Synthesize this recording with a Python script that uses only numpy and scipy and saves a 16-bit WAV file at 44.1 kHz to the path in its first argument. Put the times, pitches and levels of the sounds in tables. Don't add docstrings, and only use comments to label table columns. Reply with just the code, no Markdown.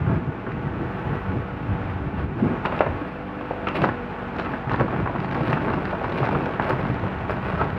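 import sys
import numpy as np
from scipy import signal
from scipy.fft import rfft, irfft, next_fast_len
from scipy.io import wavfile
from scipy.ndimage import uniform_filter1d

SR = 44100
rng = np.random.default_rng(int(sys.argv[2]) if len(sys.argv) > 2 else 0)


def gain_from_db(level_db):
    decades = np.asarray(level_db, float) / 20
    return 10 ** decades


def store_wav(level_fs):
    pcm = np.round(np.clip(np.atleast_2d(level_fs), -1, 1) * 32767)
    wavfile.write(sys.argv[1], SR, pcm.T.astype(np.int16))


N = 343098

# time in seconds, cylinder firings per second in Hz.
ENGINE_SPEED = [(0.0, 47.3), (0.4, 47.3), (0.9, 48.5), (1.3, 48.0), (2.1, 48.75), (2.45, 47.75),
                (3.0, 49.6), (3.6, 49.5), (4.3, 47.6), (5.1, 47.35), (5.4, 47.9), (6.0, 48.15),
                (6.3, 47.75), (6.9, 48.05), (7.78, 49.0)]
# multiple of the firing rate, rms level in dB.
ENGINE_TONES = [(1, -44), (2, -48), (3, -45.5), (4, -46.5), (7, -52), (8, -54), (10.6, -56), (13.5, -54),
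                (14, -50.5), (16, -59), (30.3, -56)]
# time in seconds, level in dB.
CLATTER = [(0.0, -41.5), (0.3, -45), (1.13, -39.5), (1.54, -44.5), (1.86, -40.5), (2.27, -46.5),
           (2.64, -39), (3.25, -45.5), (3.75, -41), (4.12, -41), (5.09, -42), (5.63, -40), (5.92, -40),
           (6.3, -41), (7.06, -39), (7.78, -41)]
# frequency in Hz, level in dB per Hz.
CASING_COLOUR = [(41, -27.5), (70, 4.5), (378, -2), (545, -7), (870, -1), (1000, -5), (1110, -5),
                 (1770, -9.5), (1960, -13), (2710, -17.5), (4600, -39.5), (9000, -56.5), (11700, -99),
                 (19800, -120)]
# pitch in Hz, width in Hz, level over the clatter in dB.
PANELS = [(188, 6, -1), (379.7, 3.8, -9.5), (780, 40, -14), (835, 13, -10), (880, 25, -14.5),
          (1120, 25, -13.5), (1310, 72, -15), (1451, 28, -10.5), (1517, 23, -15.5), (1753, 6.3, -18),
          (1917, 46, -20), (2260, 56, -27.5), (2410, 20, -26.5)]
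# start in seconds, end in seconds, tone number, gain in dB.
VALVES = [
    (1.5, 2.35, 0, 5),
    (2.8, 4.65, 0, 6.5),
    (3.8, 4.65, 0, 4.5),
    (5.4, 7.9, 0, 4.5),
    (1.5, 2.35, 1, 11),
    (2.8, 3.95, 1, 11),
    (.7, 1.9, 2, 7),
    (2.8, 4.65, 2, 8),
    (5.4, 7.9, 2, 4.5),
]
# time in seconds, level in dB.
DRAG = [(0, -40.5), (1.86, -35.5), (2.32, -40.5), (2.6, -45), (2.9, -32.5), (3.23, -35.5), (3.6, -33),
        (3.96, -37.5), (4.35, -32), (4.64, -39), (5.03, -36), (5.4, -28), (5.9, -30.5), (6.5, -34.5),
        (6.575, -44), (6.62, -26.5), (7.28, -38), (7.78, -32.5)]
# middle in seconds, length in seconds, scrape in dB, grit in dB.
JOLTS = [(0.126, 0.17, -30, -57), (2.2, 0.13, -32.5, -48.5), (2.48, 0.33, -31.5, -52.5),
         (2.657, 0.031, -35, -35.5), (2.755, 0.15, -25, -44), (3.68, 0.022, -19, -41),
         (3.763, 0.061, -26, -35.5), (3.83, 0.08, -26, -38), (4.39, 0.038, -24, -37.5),
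         (4.505, 0.29, -34, -52), (4.736, 0.097, -28, -47), (4.806, 0.067, -21.5, -48),
         (4.957, 0.24, -27.5, -54.5), (5.49, 0.11, -31, -45), (5.696, 0.14, -26.5, -65),
         (6.175, 0.083, -41, -50), (6.354, 0.88, -28.5, -47.5), (6.709, 0.095, -26.5, -62),
         (7.315, 0.11, -24.5, -47), (7.488, 0.18, -30, -46), (7.62, 0.22, -27, -46.5)]
# frequency in Hz, level in dB per Hz.
GRAVEL_COLOUR = [(88, -30), (150, -26.5), (215, -30.5), (372, -1.5), (1320, -9), (2100, -14), (2450, -12.5),
                 (3330, -22), (9000, -65.5), (11700, -102.5), (19800, -120)]
# pitch in Hz, width in Hz, level in dB.
BUCKET_RINGS = [(530, 720, 5), (630, 63, -3.5), (884, 64, 2), (1105, 78, 1.5), (1290, 240, 0.5),
                (1560, 170, -5.5), (2710, 210, -16.5)]
# time in seconds, peak in dB, ring in Hz, gritty edge in dB.
KNOCKS = [(2.651, -8.5, 895, -26), (2.6562, -14.5, 1450, -7), (2.666, -15, 600, -8), (2.775, -20, 870, -31),
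          (2.7905, -39.5, 2280, 19), (2.805, -2, 610, -36), (2.807, -7, 1350, -30), (2.817, -13, 890, -29),
          (2.863, -15, 1030, -21), (2.867, -15, 604, -24), (3.41, -20.5, 610, -16),
          (3.508, -12.5, 503, -33), (3.67, -15.5, 1290, -11), (3.685, -15.5, 950, -3),
          (3.8174, -12, 614, -7), (3.84, -5.5, 940, -16), (3.857, -13.5, 410, -35),
          (3.888, -11.5, 1070, -17), (4.39, -20, 1420, -14), (4.694, -16.5, 1230, -12),
          (4.714, -13, 835, -23), (4.741, -13, 970, -24), (4.797, -12, 1120, -17), (4.802, -9, 530, -31),
          (4.811, -10.5, 536, -37), (5.073, -12.5, 1010, -20), (5.15, -16.5, 670, -39),
          (5.159, -16, 1010, -35), (5.406, -15, 610, -16), (5.493, -19, 810, -22),
          (5.528, -8.5, 1290, -10.5), (6.042, -13.5, 796, -19), (6.229, -10.5, 735, -22),
          (6.289, -12.5, 880, -13), (6.4058, -15, 930, -21), (6.596, -9, 945, -17)]
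# time in seconds, peak in dB, ring in Hz.
PEBBLES = [(0.465, -24, 980), (2.721, -22.5, 573), (3.745, -22, 454), (3.784, -19, 706), (3.835, -14, 410),
           (4.108, -32, 820), (4.362, -24, 630), (4.405, -35, 1230), (4.535, -18.5, 890), (4.673, -23, 810),
           (4.88, -20, 700), (4.931, -21, 680), (5.058, -18.5, 790), (5.095, -17.5, 645),
           (5.244, -20.5, 666), (5.352, -20.5, 890), (5.57, -16, 880), (5.699, -24, 1090),
           (5.734, -15.5, 700), (5.849, -24, 490), (5.928, -16, 620), (5.949, -21, 690), (6.013, -21, 496),
           (6.122, -28, 453), (6.202, -17.5, 493), (6.27, -16, 900), (6.315, -22, 950), (6.33, -16, 470),
           (6.349, -15.5, 760), (6.37, -29, 674), (6.462, -17.5, 497), (6.501, -20.5, 472),
           (6.695, -21, 885), (6.73, -19, 607), (6.786, -28, 1160), (6.85, -18.5, 880), (6.898, -20, 395),
           (6.957, -29, 440), (7.035, -16.5, 660), (7.247, -25, 670), (7.368, -19.5, 770),
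           (7.486, -22, 494), (7.612, -13.5, 890), (4.459, -21, 1200), (4.466, -23, 900),
           (5.372, -19.5, 517), (5.617, -25, 498), (5.773, -19.5, 600), (6.788, -17.5, 700),
           (7.072, -25, 593)]
# time in seconds, peak in dB.
CHIPS = [(4.4249, -48), (4.76, -28), (4.8799, -49), (5.202, -30), (5.243, -40), (5.3299, -46),
         (5.4321, -36), (5.5777, -40), (5.8536, -22.5), (5.908, -28), (6.122, -30), (6.1746, -26),
         (6.262, -26.5), (4.455, -41), (5.257, -32), (5.2822, -40), (6.1902, -31), (6.2141, -36),
         (6.3249, -38), (6.4336, -43), (7.48, -40), (7.6788, -38), (2.764, -32), (0.519, -32), (3.835, -24),
         (3.845, -21.5), (3.853, -24), (4.796, -33), (4.805, -33), (4.7185, -24), (5.7, -42), (5.7347, -29),
         (6.459, -27), (3.769, -33), (3.7553, -24), (6.3471, -42), (6.5232, -33), (6.64, -41),
         (6.6808, -35), (6.88, -41), (7.188, -47), (7.3664, -35), (7.4645, -47), (7.5847, -33),
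         (7.6366, -49)]
# time in seconds, peak in dB.
CRUNCHES = [(3.7447, -40), (3.767, -42), (3.7896, -39), (3.846, -42), (3.855, -50), (4.365, -39),
            (4.3863, -37), (4.3915, -40), (4.407, -44), (4.6716, -49), (4.759, -44), (4.8801, -41),
            (5.2024, -48), (5.407, -46), (5.4324, -43), (5.4783, -34), (5.6838, -48), (5.7172, -44),
            (5.7357, -44), (5.8534, -44), (6.1223, -43), (6.1737, -40), (6.1977, -38), (6.4246, -50),
            (6.4606, -43), (6.6401, -41), (6.7684, -50), (6.8497, -46), (7.1874, -40), (7.6126, -39)]
# time in seconds, peak in dB, lower part in dB.
SNAPS = [(2.655, -65.5, 29), (2.793, -72, 21), (3.685, -53, 12), (3.7532, -48, 6), (3.8313, -55, 23),
         (3.888, -50.5, 15), (4.3647, -55, 22), (4.3915, -57, -1), (4.455, -53, 12), (4.693, -62, 12),
         (4.722, -52, 25), (4.789, -56, 7), (5.3473, -48.5, 8), (5.459, -45, 8), (5.5038, -48.5, 29),
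         (5.527, -51, 31), (5.538, -41.5, 10), (5.6313, -55, 16), (5.846, -61, 16), (6.0428, -48.5, -2),
         (6.166, -53, 11), (6.1828, -48.5, 12), (6.2124, -52, 3), (6.29, -50.5, 10), (6.456, -49.5, 20),
         (6.696, -33.5, 16), (6.708, -42.5, 8), (7.3085, -39, 15), (7.336, -45, 0), (7.4984, -42.5, 9)]
# time in seconds, peak in dB, lower part in dB.
MORE_SNAPS = [(0.798, -56.5, 1), (2.782, -52, 6), (3.8167, -55, 18), (3.8357, -49, 18), (4.402, -49, 12),
              (5.6401, -48, 6), (5.929, -55, 12), (6.142, -47.5, 6), (6.349, -57, 18), (6.3964, -58, 14),
              (6.5266, -57.5, 12), (6.5974, -54.5, 12), (6.883, -51, 20), (6.968, -55, 5), (7.1886, -58, 14),
              (7.3143, -43, 10), (7.4774, -57, 16), (7.584, -54.5, 14), (7.7368, -48.5, 5), (5.885, -51, 8),
              (5.911, -55, 5), (6.613, -51, 8), (6.662, -53, 2), (6.686, -52, 4), (6.725, -50.5, 0),
              (6.793, -52, 4), (7.2936, -56, 4), (7.754, -52, 2)]
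# time in seconds, length in seconds, pitch in Hz, level in dB,
# second partial in dB.
SQUEAKS = [
    (3.666, 0.027, 1271, -26, -32),
    (7.583, 0.049, 640.5, -27.5, -25),
]
# time in seconds, peak in dB, pitch in Hz.
THUMPS = [(0.042, -18, 140), (0.071, -15, 115), (0.122, -14, 156), (0.647, -19, 153), (0.818, -21.5, 202),
          (1.045, -30, 151), (1.275, -19, 88.5), (1.689, -16, 101), (1.949, -20, 100.5), (2.065, -19, 129),
          (2.136, -17.5, 188), (2.318, -19.5, 138), (2.423, -8.5, 226), (2.503, -19.5, 175),
          (2.766, -20, 181), (2.886, -24, 108), (3.014, -18.5, 290), (3.824, -13.5, 138), (4.666, -17, 128),
          (4.72, -14.5, 117), (4.799, -10.5, 129), (5.188, -17, 146), (5.339, -20, 142), (5.405, -12, 139),
          (5.489, -14, 126), (5.528, -11.5, 153), (5.608, -19, 132), (5.761, -15.5, 169), (6.041, -20, 121),
          (6.142, -17, 147), (6.22, -14, 128), (6.353, -15, 137), (6.593, -27, 143), (6.722, -15, 126),
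          (6.832, -16, 139), (6.895, -14, 123), (7.03, -18, 98), (7.419, -21, 98), (7.537, -16, 169),
          (7.612, -18, 83.4)]
# time in seconds, level in dB, depth in octaves below the flutter.
BREEZE = [(0.0, -19.5, 1.4), (0.4, -33, 0.18), (0.8, -27, 0.62), (1.3, -38, 2), (1.55, -30, 1.16),
          (2.0, -28, 1.3), (2.3, -29, 0.68), (2.95, -30, 0.72), (3.2, -51, 0.69), (4.3, -47, 1.4),
          (4.6, -39.5, 1.2), (5.3, -28.5, 0.42), (5.9, -31, 0.29), (6.6, -32.5, 0.36), (7.2, -30, 1.54),
          (7.78, -26, 0.71)]
# middle in seconds, length in seconds, level in dB,
# depth in octaves below the flutter.
GUSTS = [(0.282, 0.07, -27, 1.3), (0.13, 0.2, -20.5, 0.67), (0.622, 0.36, -30, 1.36),
         (0.71, 0.13, -28, 2.6), (0.837, 0.16, -34, 0.2), (1.11, 0.3, -24.5, 0.51),
         (1.356, 0.23, -20.5, 0.6), (1.44, 0.044, -45, 1.1), (1.718, 0.14, -25, 1.2),
         (2.07, 0.068, -62, 1.1), (2.225, 0.19, -24.5, 1.7), (2.478, 0.29, -21, 0.084),
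         (2.923, 0.16, -25, 1.34), (3.648, 0.11, -30.5, 2.3), (3.84, 0.28, -22, 0.25),
         (4.01, 0.41, -42, 1.5), (4.518, 0.19, -28, 0.45), (4.74, 0.11, -26.5, 0.46),
         (4.826, 0.15, -21.5, 0.27), (4.983, 0.27, -24, 1), (5.46, 0.36, -28.5, 0.27),
         (5.7, 0.39, -28, 0.25), (6.277, 0.56, -31.5, 0.52), (6.405, 0.31, -31, 0.1),
         (6.61, 0.059, -26, 0.34), (6.875, 0.67, -32, 0.47), (7.054, 0.06, -26, 1.1),
         (7.373, 0.096, -45, 2.5), (7.622, 0.2, -30.5, 0.66)]
# frequency in Hz, level in dB per Hz.
HISS_COLOUR = [(4500, -10.5), (6500, -16), (9000, -2), (13000, 2.5), (15700, 1.5)]
# middle in seconds, length in seconds,
# level over the hiss in dB.
SPRAYS = [(1.05, 0.92, 6.5), (4.52, 0.22, 7), (4.735, .07, 4), (4.8, .05, 4), (4.96, 0.11, 3),
          (5.27, .12, 0), (5.48, .08, 7), (5.54, .05, 5), (6.18, .1, 3), (6.705, 0.046, 2), (6.88, .1, 3),
          (7.312, .04, 6), (7.585, .08, 3)]


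def engine(gate=0.26, knock_s=0.014, clatter_db=7.5, follow=0.46):
    turns = np.cumsum(curves(ENGINE_SPEED)[0]) / SR
    level_db = curves(CLATTER)[0]

    def tone(order, db):
        loudness = np.sqrt(2) * gain_from_db(db + 1.5 * wander(4))
        return loudness * np.sin(2 * np.pi * (order * turns + rng.random()))

    exhaust = sum(tone(order, db) for order, db in ENGINE_TONES)
    pump = sum(tone(order, db) for order, db in zip((5, 6, 10), valves()))

    cylinder = gain_from_db([-13.5, -25.5, -17.5, -4.0])[turns.astype(int) % 4]
    dying = np.exp(-(turns % 1) / (49 * knock_s))
    flare = 1 - gate + gate * 2 * cylinder * dying
    shaking = flare * rng.standard_normal(N)
    casing = evened(colour(shaking, CASING_COLOUR))
    flex = 1 + .012 * wander(1.5)
    for hz, width, db in PANELS:
        panel = resonate(shaking, hz * flex, width)
        panel = resonate(panel, hz * flex, 2 * width)
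        casing = casing + gain_from_db(db - 7.0) * evened(panel)

    gain = gain_from_db(follow * (level_db - np.median(level_db)))
    return gain * exhaust + pump + gain_from_db(level_db + clatter_db) * casing


def valves(ramp_s=.3):
    t = np.arange(N) / SR
    levels = np.outer([-50.5, -52.5, -51], np.ones(N))
    for start, end, which, db in VALVES:
        nearest_end = np.minimum(t - start, end - t)
        levels[int(which)] += db * np.clip(nearest_end / ramp_s + .5, 0, 1)
    return levels


def scrape(per_s=600, spread_db=-0.5, clump_db=1.5, chink_db=-7, ring_db=-4, trim_db=-1.5, grit_db=-3):
    level, bright = bite()
    hits = rng.random(N) < per_s / SR
    blows = hits * gain_from_db(spread_db * np.minimum(rng.exponential(1, N), 3)) * rng.standard_normal(N)
    dug = np.clip(np.arange(N) / SR - 4.6 + 1, .3, 1)
    rough = 1.5 * (1 - dug) * rng.standard_normal(N) + .6 * rng.standard_normal(N)
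    blows = (dug * evened(blows) + rough) * gain_from_db(clump_db * wander(35))

    rings = np.zeros(N)
    for hz, width, db in BUCKET_RINGS:
        ring = resonate(resonate(blows, hz, width), hz, 4 * width)
        rings += gain_from_db(db) * evened(ring)
    stones = evened(colour(blows, GRAVEL_COLOUR)) + gain_from_db(ring_db) * evened(rings)

    low = evened(band(stones, 280, 2000, order=4))
    grit = evened(band(stones, 2100, 6000, order=3))
    chink = resonate(blows, 2500 * 2 ** (.07 * wander(12)), 140)
    grit = evened(grit + gain_from_db(chink_db) * evened(chink))
    return gain_from_db(trim_db - 4.0) * level * low + gain_from_db(grit_db) * bright * grit


def bite(grit_below_db=-16):
    drag = gain_from_db(curves(DRAG)[0])
    jolts = sum(np.outer(gain_from_db(np.array(dbs)), swell(s, length)) for s, length, *dbs in JOLTS)
    return drag + filled(jolts[0]), gain_from_db(grit_below_db) * drag + filled(jolts[1])


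def knocks(rise_s=0.00048, strike=1.0, t60=0.043, ring=0.31, edge_t60=0.02, ring_width=90):
    out, t = np.zeros(N), np.arange(5000) / SR
    push = -strike * np.exp(-((t - .0012) / .00018) ** 2)
    rise = 1 - np.exp(-t / rise_s)
    rows = [(*row, 1) for row in KNOCKS]
    rows += [(*row, -21, .25) for row in PEBBLES]
    for (s, db, hz, edge_db, hard), chance in zip(rows, rng.standard_normal((len(rows), 5000))):
        rattle = gain_from_db(-60 * t / t60) / (1 + hard) + .12 * gain_from_db(-60 * t / .15)
        blow = hard * push + chance * rise * rattle
        wide = band(blow, 0.45 * hz, 1.885 * hz, order=4)
        body = peaked(peaked(wide) + ring * peaked(resonate(wide, hz, ring_width)))
        thud_db = -24 - db + 0.1 * (db + 15)
        thud = gain_from_db(thud_db) * peaked(band(blow, 140, 369))
        tick = chance[::-1] * rise * gain_from_db(-60 * t / edge_t60)
        edge = peaked(band(tick, 2600, 3500) + 9.9 * resonate(tick, 2640, 220))
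        add(out, s, gain_from_db(db) * (body + thud + gain_from_db(edge_db - 3.5) * edge))
    return out


def chips(per_s=50, crackle_db=1, spread_db=4, trim_db=-3, t60=0.018):
    hits = rng.random(N) < per_s / SR
    train = hits * gain_from_db(crackle_db + spread_db * np.minimum(rng.exponential(1, N), 3))
    train = train * bite()[1] * gain_from_db(1) * (np.arange(N) > 4.35 * SR)
    for s, db in CHIPS:
        train[round(s * SR)] = gain_from_db(db + trim_db)
    shape = signal.oaconvolve(train, gain_from_db(-60 * np.arange(900) / SR / t60))[:N]
    noise = shape * rng.standard_normal(N)
    return gain_from_db(-6.0) * band(noise, 3100, 3900) + gain_from_db(14.5) * band(noise, 570, 2025)


def crunch(t60=.014, trim_db=-3):
    out, t = np.zeros(N), np.arange(700) / SR
    shape = gain_from_db(-60 * t / t60) * (1 - np.exp(-t / .0003))
    for (s, db), chance in zip(CRUNCHES, rng.standard_normal((len(CRUNCHES), 700))):
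        crack = band(chance * shape, 2600, 4330, order=3)
        add(out, s, gain_from_db(db + trim_db) * peaked(crack))
    return out


def snaps(rows):
    out, t = np.zeros(N), np.arange(600) / SR
    shape = gain_from_db(-60 * t / .009) * (1 - np.exp(-t / .0003))
    for (s, db, lower_db), chance in zip(rows, rng.standard_normal((len(rows), 600))):
        top = peaked(band(chance * shape, 7000, 16000, order=3))
        lower = peaked(band(chance * shape, 3000, 5500, order=3))
        add(out, s, gain_from_db(db - 12.0) * (top + gain_from_db(lower_db - 7.0) * lower))
    return out


def squeaks(jitter=0.064):
    out = np.zeros(N)
    for s, length, hz, db, second_db in SQUEAKS:
        size = round(length * SR)
        unsteady = evened(uniform_filter1d(rng.standard_normal(4000), 90))
        turns = np.cumsum(hz * (1 + jitter * unsteady))[:size] / SR
        partials = gain_from_db(db) * np.sin(2 * np.pi * turns) + gain_from_db(second_db) * np.sin(4 * np.pi * turns)
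        add(out, s, signal.windows.tukey(size, .5) * partials)
    return out


def thumps(trim_db=-4, rise_s=0.0028, cycles=7):
    out, t = np.zeros(N), np.arange(6000) / SR
    for (s, db, hz), turn in zip(THUMPS, rng.random(len(THUMPS))):
        shape = (1 - np.exp(-t / rise_s)) * gain_from_db(-60 * t * hz / (2 * cycles))
        ring = shape * np.sin(2 * np.pi * (hz * t + turn))
        add(out, s, gain_from_db(db + trim_db) * peaked(ring))
    return out


def rumble(lump_db=1.0, lump_hz=20, boom_hz=132, trim_db=-5.0):
    def share(depth):
        return gain_from_db(-6 * np.subtract.outer([0, .9, 1.7, 2.4], depth) ** 2)

    breeze_db, breeze_depth = curves(BREEZE)
    gains = share(breeze_depth) * gain_from_db(breeze_db)
    gusts = sum(np.outer(gain_from_db(db) * share(depth), swell(s, length)) for s, length, db, depth in GUSTS)
    gains = gains + [filled(g) for g in gusts]

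    eddies = rng.standard_normal(N) * gain_from_db(lump_db * wander(lump_hz))
    flutter = evened(band(eddies, 203.0, 369.0, order=2))
    boom = band(eddies, 99.0, 179.0, order=3)
    boom = evened(boom + .5 * resonate(boom, boom_hz, 34.0))
    deep = evened(band(eddies, 60.7, 106.0, order=3))
    early = np.clip(10 * (5 - np.arange(N) / SR), 0, 1)
    deepest = gain_from_db(-4.5) * early * evened(band(eddies, 36, 63, order=3))
    return gain_from_db(trim_db) * (gains * [flutter, boom, deep, deepest]).sum(axis=0)


def yard(x, t60=.3):
    t = np.arange(SR // 2) / SR
    echoes = rng.standard_normal(len(t)) * (rng.random(len(t)) < .05)
    tail = echoes * gain_from_db(-60 * t / t60) * (t > .006)
    return signal.oaconvolve(x, tail / np.linalg.norm(tail))[:N]


def chirps(hz=8990, length_s=.024, db=-73):
    out, t = np.zeros(N), np.arange(0, length_s, 1 / SR)
    for s in (6.664, 7.052):
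        add(out, s, gain_from_db(db) * signal.windows.tukey(len(t), .5) * np.sin(2 * np.pi * hz * t))
    return out


def hiss(level_db=-84, follow=.6, spray_per_grit=0.23):
    gain_db, grit = curves(CLATTER)[0], bite()[1]
    air = gain_from_db(level_db + follow * (gain_db - np.median(gain_db)) + 1.1 * wander(6))
    air = air * (grit / np.median(grit)) ** spray_per_grit
    air = air * gain_from_db(filled(sum(db * swell(s, length) for s, length, db in SPRAYS)))
    return air * evened(colour(rng.standard_normal(N), HISS_COLOUR))


def evened(x):
    return x / np.sqrt(np.mean(x ** 2) + 1e-20)


def peaked(x):
    return x / abs(x).max()


def curves(rows):
    s, *columns = np.transpose(rows)
    return [np.interp(np.arange(N) / SR, s, c) for c in columns]


def swell(middle, length):
    t = np.arange(N // 64 + 1) * 64 / SR
    return np.cos(np.pi * np.clip((t - middle) / length, -.5, .5)) ** 2


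def filled(x):
    return np.interp(np.arange(N) / 64, np.arange(len(x)), x)


def wander(hz):
    steps = rng.standard_normal(N // 64 + 2)
    smooth = signal.sosfiltfilt(signal.butter(2, hz, fs=SR / 64, output="sos"), steps)
    return filled(evened(smooth))


def colour(x, points):
    f, db = np.transpose(points)
    size = next_fast_len(len(x))
    hz = np.fft.rfftfreq(size, 1 / SR) + 1
    gain = gain_from_db(np.interp(np.log(hz), np.log(f), db, left=-90, right=-90))
    return irfft(rfft(x, size) * gain, size)[:len(x)]


def band(x, lo_hz, hi_hz, order=2):
    edges = [lo_hz, min(hi_hz, .49 * SR)]
    return signal.sosfilt(signal.butter(order, edges, "bandpass", fs=SR, output="sos"), x)


def resonate(x, hz, width):
    turn = np.exp(2j * np.pi * np.cumsum(hz * np.ones(len(x))) / SR)
    r = np.exp(-np.pi * width / SR)
    return 2 * (turn * signal.lfilter([1 - r], [1, -r], x / turn)).real


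def add(mix, s, sound):
    part = mix[round(s * SR):][:len(sound)]
    part += sound[:len(part)]


def scene():
    dull = signal.butter(3, 4300, fs=SR, output="sos")
    steel = signal.sosfilt(dull, knocks() + squeaks() + chips())
    digging = scrape() + steel + snaps(SNAPS)
    echoes = gain_from_db(-9) * yard(digging)
    small = snaps(MORE_SNAPS) + crunch() + chirps()
    return (engine() + digging + echoes + rumble() + thumps() + small)[None]


def top_cut(x):
    return signal.sosfilt(signal.butter(12, 15720, fs=SR, output="sos"), x)


def record(dry):
    fade_in = np.minimum(np.arange(N) / 100, 1)
    wind_cut = signal.butter(3, 42, "highpass", fs=SR, output="sos")
    finished = signal.sosfilt(wind_cut, (dry + hiss()) * fade_in)
    return top_cut(finished)


dry = scene()
out = record(dry)
store_wav(out)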